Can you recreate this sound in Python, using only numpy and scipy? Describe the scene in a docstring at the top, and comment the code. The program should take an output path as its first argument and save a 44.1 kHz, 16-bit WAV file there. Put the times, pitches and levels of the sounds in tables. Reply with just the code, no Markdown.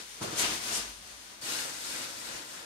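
"""A faint crinkle, then a thump and a tug: a thin plastic drop cloth is pulled off a boat hull.
It flaps, slides off in two bright sweeps, billows, and is then bunched up by hand in a workshop.
Crinkle, rustle, flaps, thumps and puffs of air are random clicks, shaped in pitch, in a room.
Large folds are ringing bursts of clicks, popping facets are short tones, the swish is smooth noise.
Soft steady noise is the quiet of the workshop."""
import sys
import numpy as np
from scipy import signal
from scipy.fft import rfft, irfft
from scipy.io import wavfile
from scipy.ndimage import uniform_filter1d

SR = 44100
rng = np.random.default_rng(int(sys.argv[2]) if len(sys.argv) > 2 else 0)


def unload_audio(sound):
    """Save the sound as a 16-bit wav file, at the path given as the first command line argument."""
    columns = np.transpose(np.atleast_2d(sound))
    # keep every value between -1 and 1, then stretch to whole-number steps
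    steps = np.round(np.clip(columns, -1, 1) * 32767)
    wavfile.write(sys.argv[1], SR, steps.astype(np.int16))


N = 116865
TIME = np.arange(N) / SR
HZ = np.maximum(np.arange(N // 2 + 1) * SR / N, 1)  # kept above zero for the logarithms

# Levels while the sheet is pulled off, before the PULL trims: time_s, crinkle_db, rustle_db
PULL_LEVELS = [(0, -51.5, -48.5), (.07, -52.5, -60), (.16, -52, -57), (.208, -52.5, -52.5),
               (.23, -41.5, -46.5), (0.281, -49, -47.5), (.358, -47.5, -46.5), (.398, -33, -38.5),
               (.45, -37, -36), (.49, -41, -39.5), (.545, -41, -40.5), (.6, -46.5, -45.5),
               (.69, -40, -42.5), (0.759, -46, -40), (.81, -44, -44.5), (.88, -50, -49.5), (1.0, -56, -59),
               (1.11, -53.5, -56.5), (1.38, -58, -59)]
# Levels while it is bunched up, before the BUNCH trims: time_s, crinkle_db, rustle_db
BUNCH_LEVELS = [(1.412, -50, -60), (1.424, -44.5, -51), (1.49, -39.5, -43), (1.605, -40, -43),
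                (1.72, -46.5, -49), (1.8, -44.5, -49), (1.9, -41.5, -47.5), (2.045, -44.5, -45.5),
                (2.09, -47.5, -49.5), (2.26, -45.5, -49), (2.38, -47.5, -47.5), (2.48, -50.5, -53),
                (2.55, -49.5, -50.5), (2.65, -54, -51.5)]
# Added to the levels above
PULL_CRINKLE_TRIM_DB, PULL_RUSTLE_TRIM_DB = 4, 5
BUNCH_CRINKLE_TRIM_DB, BUNCH_RUSTLE_TRIM_DB = 2.5, 4.5

# Tone of the open sheet's fine creases, only the shape matters: pitch_hz, level_db (per Hz)
CRINKLE_TONE = [(500, -94), (1500, -3), (3000, -0.5), (4500, -2), (6500, -2), (8000, -4.5), (9400, -1.5),
                (10500, -7.5), (12300, -8.5), (13300, -23), (15500, -15.5)]
# Tone of its wider folds, only the shape matters: pitch_hz, level_db (per Hz)
RUSTLE_TONE = [(40, -26), (90, -4), (150, -10.5), (220, 0), (330, -1), (600, 0), (1300, 0), (2800, -2),
               (4500, -3), (8000, -6.5), (15000, -32)]
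# Tone of the bunched sheet's fine creases, only the shape matters: pitch_hz, level_db (per Hz)
WAD_CRINKLE_TONE = [(500, -37), (1500, -10), (3000, -4), (4600, 0.5), (6500, -3), (8000, -2.5),
                    (9400, -1.5), (10500, -7), (12300, -6.5), (13300, -25), (15500, -16.5)]
# Tone of its wider folds, only the shape matters: pitch_hz, level_db (per Hz)
WAD_RUSTLE_TONE = [(40, -23), (90, -10), (200, -6.5), (330, -1.5), (600, 0), (1200, 0), (2800, -2.5),
                   (4500, -7.5), (8000, -10), (15000, -32)]
SNAPS_PER_S, WAD_SNAPS_PER_S, FOLDS_PER_S = 3500, 2200, 1500
SIZE_SPREAD_DB = 3.5  # average extra size of a click above the smallest
PLACES = 3  # spots on the sheet that share the clicks

# Single facets popping in the wad; TICK_DB is relative to crinkle_db in BUNCH_LEVELS
TICKS_PER_S, TICK_DB, TICK_SPREAD_DB = 70, -4.5, 3  # spread is plus or minus
TICK_LOW_HZ, TICK_HIGH_HZ = 1497, 9070
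TICK_CYCLES = 10  # cycles until the ring has faded to about a third

# The film slides fast over the hull: full_speed_s, level_db, rise_s, fall_s
SLIDES = [(0.397, -32.5, 0.019, 0.027), (.754, -33.5, 0.026, 0.035)]
# Tone of the sliding film, only the shape matters: pitch_hz, level_db (per Hz)
SWISH_TONE = [(1000, -31), (3000, -4.5), (5500, -6.5), (6700, -0.5), (8000, 0), (9400, -2), (10500, -6.5),
              (12300, -6.5), (13300, -29), (15500, -26)]

# The first thump's body and upper edge (first two rows), then large folds giving way:
# start_s, level_db, resonance_hz, width_hz, decay_s (time constant)
CRUMPLES = [(.212, -45, 1200, 750, 0.11), (.236, -41, 536, 260, .022), (.372, -37.5, 6700, 1300, 0.039),
            (.432, -33, 2700, 2170, 0.065), (.73, -37.5, 5600, 2000, 0.061), (1.414, -45, 4760, 350, 0.025),
            (1.535, -47, 4600, 1600, .06), (1.69, -49, 6800, 900, .018), (1.775, -52, 7300, 1100, .02),
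            (2.015, -48.5, 4430, 1500, .045), (2.425, -52, 1840, 500, .018), (2.53, -49, 1220, 800, .03)]
CRUMPLE_ATTACK_S, CRUMPLE_SNAPS_PER_S = 0.0094, 1800

# The slack sheet flaps; from 1.42 s, low thumps as handfuls of the wad are crumpled:
# start_s, level_db, decay_s (time constant)
FLAPS_AND_THUMPS = [(0.206, -34.5, 0.044), (0.266, -40, 0.067), (.318, -40.5, 0.026), (0.427, -38.5, 0.031),
                    (.475, -45, 0.093), (.69, -54, 0.052), (1.42, -54, 0.085), (1.88, -58, 0.59),
                    (2.26, -56, 0.072)]
# Tone of the flaps and low thumps, only the shape matters: pitch_hz, level_db (per Hz)
FLAP_TONE = [(30, -45), (65, -14), (120, -1.5), (200, -3.5), (330, -3.5), (520, -6), (750, -11),
             (1350, -11), (1900, -32), (15000, -70)]
FLAP_ATTACK_S, SLAPS_PER_S = 0.015, 350

# Air pushed by the billowing sheet: time_s, level_db
BILLOW = [(0, -70), (.19, -69), (.23, -66), (.3, -70), (.35, -64), (.4, -68), (.46, -55.5), (.56, -61),
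          (.7, -70), (.8, -56), (.86, -60), (.9, -53.5), (.95, -63), (1.0, -60.5), (1.07, -67), (1.15, -62),
          (1.2, -69), (1.4, -76), (1.48, -67), (1.6, -76), (1.88, -68), (2.1, -75), (2.35, -64),
          (2.48, -76), (2.65, -77)]
# Tone of the moving air, only the shape matters: pitch_hz, level_db (per Hz)
AIR_TONE = [(20, -26), (33, -10), (41, 4), (53, 18), (66, 5), (85, -2), (130, -14), (250, -50), (1000, -73)]
PUFFS_PER_S = 300
EVEN_S = 0.03  # time over which a level is evened out

# Tone of the quiet workshop, only the shape matters: pitch_hz, level_db (per Hz)
FLOOR_TONE = [(20, -20), (50, -3), (130, 3.5), (300, 0.5), (1000, 3), (4000, -6.5), (15000, -16)]
FLOOR_DB = -58.5

# Room resonances that colour the lows: pitch_hz, width_hz, boost_db
ROOM_MODES = [(140, 14, -1.5), (185.6, 14, 4), (229, 14, 4), (324.3, 18, 4.5), (456, 14, 2.5),
              (969, 27, 3.5), (1410, 27, 5.5)]
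# Likeness of left and right channels by pitch: pitch_hz, correlation (-1 to 1, no unit)
LIKENESS = [(60, 0.96), (160, 0.74), (300, 0.77), (450, -0.093), (740, -0.068), (1400, -0.18),
            (2500, 0.011), (9000, 0.065), (11500, 0.27)]
ROOM_T60_S = 0.32  # time for the echoes to drop by 60 dB
LEFT_LAG_S = 0.000268  # direct sound reaches the left microphone this much later
DIRECT_DB, FLAP_DIRECT_DB = -10, -5  # direct sound against the room's tail

# Difference in microphone colour: pitch_hz, left_minus_right_db
SHADE = [(60, -1), (200, -1), (700, 0.5), (1600, 3), (2500, 1), (3400, 4), (4600, 7.5), (6800, 9.5),
         (7800, 1), (8500, 8), (9400, -10), (10500, 7), (11400, -0.5)]
CUTOFF_HZ = 15800


def sheet():
    """Fine creases crinkle and wider folds rustle, first in the open sheet, then in the wad."""
    crinkle_db, rustle_db = in_time(PULL_LEVELS)
    crinkle = buckling(SNAPS_PER_S, CRINKLE_TONE, DIRECT_DB)
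    rustle = buckling(FOLDS_PER_S, RUSTLE_TONE, DIRECT_DB)
    pulled = (from_db(crinkle_db + PULL_CRINKLE_TRIM_DB) * crinkle
              + from_db(rustle_db + PULL_RUSTLE_TRIM_DB) * rustle)

    crinkle_db, rustle_db = in_time(BUNCH_LEVELS)
    crinkle = buckling(WAD_SNAPS_PER_S, WAD_CRINKLE_TONE, DIRECT_DB)
    rustle = buckling(FOLDS_PER_S, WAD_RUSTLE_TONE, DIRECT_DB)
    bunched = (from_db(crinkle_db + BUNCH_CRINKLE_TRIM_DB) * crinkle
               + from_db(rustle_db + BUNCH_RUSTLE_TRIM_DB) * rustle
               + from_db(crinkle_db + TICK_DB) * ticks())

    bunching_start_s = BUNCH_LEVELS[0][0]
    return np.where(TIME < bunching_start_s, pulled, bunched)


def buckling(per_s, tone, direct_db):
    """Clicks of uneven sizes come at random moments, from several places on the sheet; rms 1."""
    heard = 0
    for _ in range(PLACES):
        size_db = SIZE_SPREAD_DB * np.minimum(rng.exponential(1, N), 4)
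        sizes = from_db(size_db) * rng.choice([-1, 1], N)
        clicks = sizes * (rng.random(N) < per_s / PLACES / SR)
        heard = heard + rfft(clicks) * workshop(direct_db)
    return rms_one(irfft(heard * from_db(over_hz(tone)), N))


def ticks():
    """Single facets of the wad pop over and ring briefly, each at its own pitch; rms 1."""
    out = np.zeros(N + SR)  # spare room for the last rings
    age = TIME[:SR // 20]
    for when, pitch, size in rng.random((int(TICKS_PER_S * N / SR), 3)):
        hz = TICK_LOW_HZ * (TICK_HIGH_HZ / TICK_LOW_HZ) ** pitch
        start = int(when * N)
        fade = np.exp(-age * hz / TICK_CYCLES)
        # high rings are shorter, so the square root evens out their energy
        ring = np.sqrt(hz) * np.sin(2 * np.pi * hz * age) * fade
        out[start:start + len(age)] += from_db(TICK_SPREAD_DB * (2 * size - 1)) * ring
    return rms_one(irfft(rfft(out[:N]) * workshop(DIRECT_DB), N))


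def slides():
    """Where the film runs fast over the paint, friction adds a smooth bright swish."""
    gain = 0
    for peak_s, db, rise_s, fall_s in SLIDES:
        width_s = np.where(TIME < peak_s, rise_s, fall_s)
        gain = gain + from_db(db) * np.exp(-.5 * ((TIME - peak_s) / width_s) ** 2)
    return gain * room_noise(SWISH_TONE)


def crumples():
    """Short resonant bursts of clicks fill out the first thump, then mark large folds giving way."""
    snaps = rfft(buckling(CRUMPLE_SNAPS_PER_S, RUSTLE_TONE, DIRECT_DB))
    out = 0
    for start_s, db, hz, width_hz, decay_s in CRUMPLES:
        resonance = 1 / (1 + 1j * (HZ / hz - hz / HZ) * hz / width_hz)
        # squared: the resonance is applied twice
        burst = evened(rms_one(irfft(snaps * resonance ** 2, N)))
        out = out + from_db(db) * swell(start_s, CRUMPLE_ATTACK_S, decay_s) * burst
    return out


def flaps_and_thumps():
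    """Dull, dying flurries of clicks: the slack sheet flaps, later handfuls of the wad thump low."""
    power = 0
    for start_s, db, decay_s in FLAPS_AND_THUMPS:
        power = power + (from_db(db) * swell(start_s, FLAP_ATTACK_S, decay_s)) ** 2
    return np.sqrt(power) * evened(buckling(SLAPS_PER_S, FLAP_TONE, FLAP_DIRECT_DB))


def billowing_air():
    """The billowing sheet pushes air, heard as many small, low puffs that merge."""
    billow_db, = in_time(BILLOW)
    return from_db(billow_db) * evened(buckling(PUFFS_PER_S, AIR_TONE, FLAP_DIRECT_DB))


def quiet_workshop():
    """The background is steady, soft noise without a direction."""
    return from_db(FLOOR_DB) * room_noise(FLOOR_TONE)


def room_noise(tone):
    """Smooth noise without a direction, shaped in pitch; rms 1."""
    noise = diffuse(rng.standard_normal((2, N)))
    return rms_one(irfft(noise * from_db(over_hz(tone)), N))


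def workshop(direct_db):
    """Room response: direct sound from the right and a dense fading tail, with low resonances."""
    tail = rng.standard_normal((2, N)) * from_db(-60 * TIME / ROOM_T60_S)
    tail = diffuse(rms_one(tail) / np.sqrt(N))
    lag_s = np.array([[LEFT_LAG_S], [0]])
    direct = np.exp(-2j * np.pi * HZ * lag_s)  # a delay, written as a phase turn
    modes_db = sum(db / (1 + (2 * (HZ - hz) / width) ** 2) for hz, width, db in ROOM_MODES)
    return (from_db(direct_db) * direct + tail) * from_db(modes_db)


def diffuse(pair):
    """Blend two unrelated signals into left and right spectra with the set likeness."""
    mid, side = rfft(pair)
    alike = np.clip(over_hz(LIKENESS), -.99, .99)
    shared = np.sqrt(1 + alike) * mid
    opposed = np.sqrt(1 - alike) * side * [[1], [-1]]
    return (shared + opposed) / np.sqrt(2)


def swell(start_s, attack_s, decay_s):
    """A quick straight rise, then an exponential fall."""
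    age = TIME - start_s
    return np.clip(age / attack_s, 0, 1) * np.exp(-np.maximum(age - attack_s, 0) / decay_s)


def evened(x):
    """Hold the short-term level of a stereo sound near rms 1."""
    power = uniform_filter1d(np.mean(x ** 2, axis=0), size=int(EVEN_S * SR))
    return x / np.sqrt(power + 1e-6)


def from_db(db):
    """Turn decibels into a multiplying gain."""
    return 10 ** (np.asarray(db) / 20)


def rms_one(x):
    """Scale to an rms (average strength) of 1."""
    return x / np.sqrt(np.mean(x ** 2) + 1e-20)


def in_time(rows):
    """Join each column of a table by straight lines, giving a value at every sample."""
    s, *columns = np.transpose(rows)
    return [np.interp(TIME, s, column) for column in columns]


def over_hz(points):
    """Join a table by straight lines over log frequency."""
    hz, value = np.transpose(points)
    return np.interp(np.log(HZ), np.log(hz), value)


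def scene():
    """The sheet, its slides, crumples, flaps and thumps and the moved air, over the quiet workshop."""
    moving_sheet = sheet() + slides() + crumples() + flaps_and_thumps()
    return moving_sheet + billowing_air() + quiet_workshop()


def record(dry):
    """Each microphone has its own colour, and the very high treble is cut."""
    shade_db = over_hz(SHADE) * np.array([[.5], [-.5]])  # half the difference to each side
    coloured = irfft(rfft(dry) * from_db(shade_db), N)
    # 70 dB down from 700 Hz above the cutoff
    top_cut = signal.cheby2(14, 70, CUTOFF_HZ + 700, fs=SR, output="sos")
    return signal.sosfilt(top_cut, coloured)


dry = scene()
out = record(dry)
unload_audio(out)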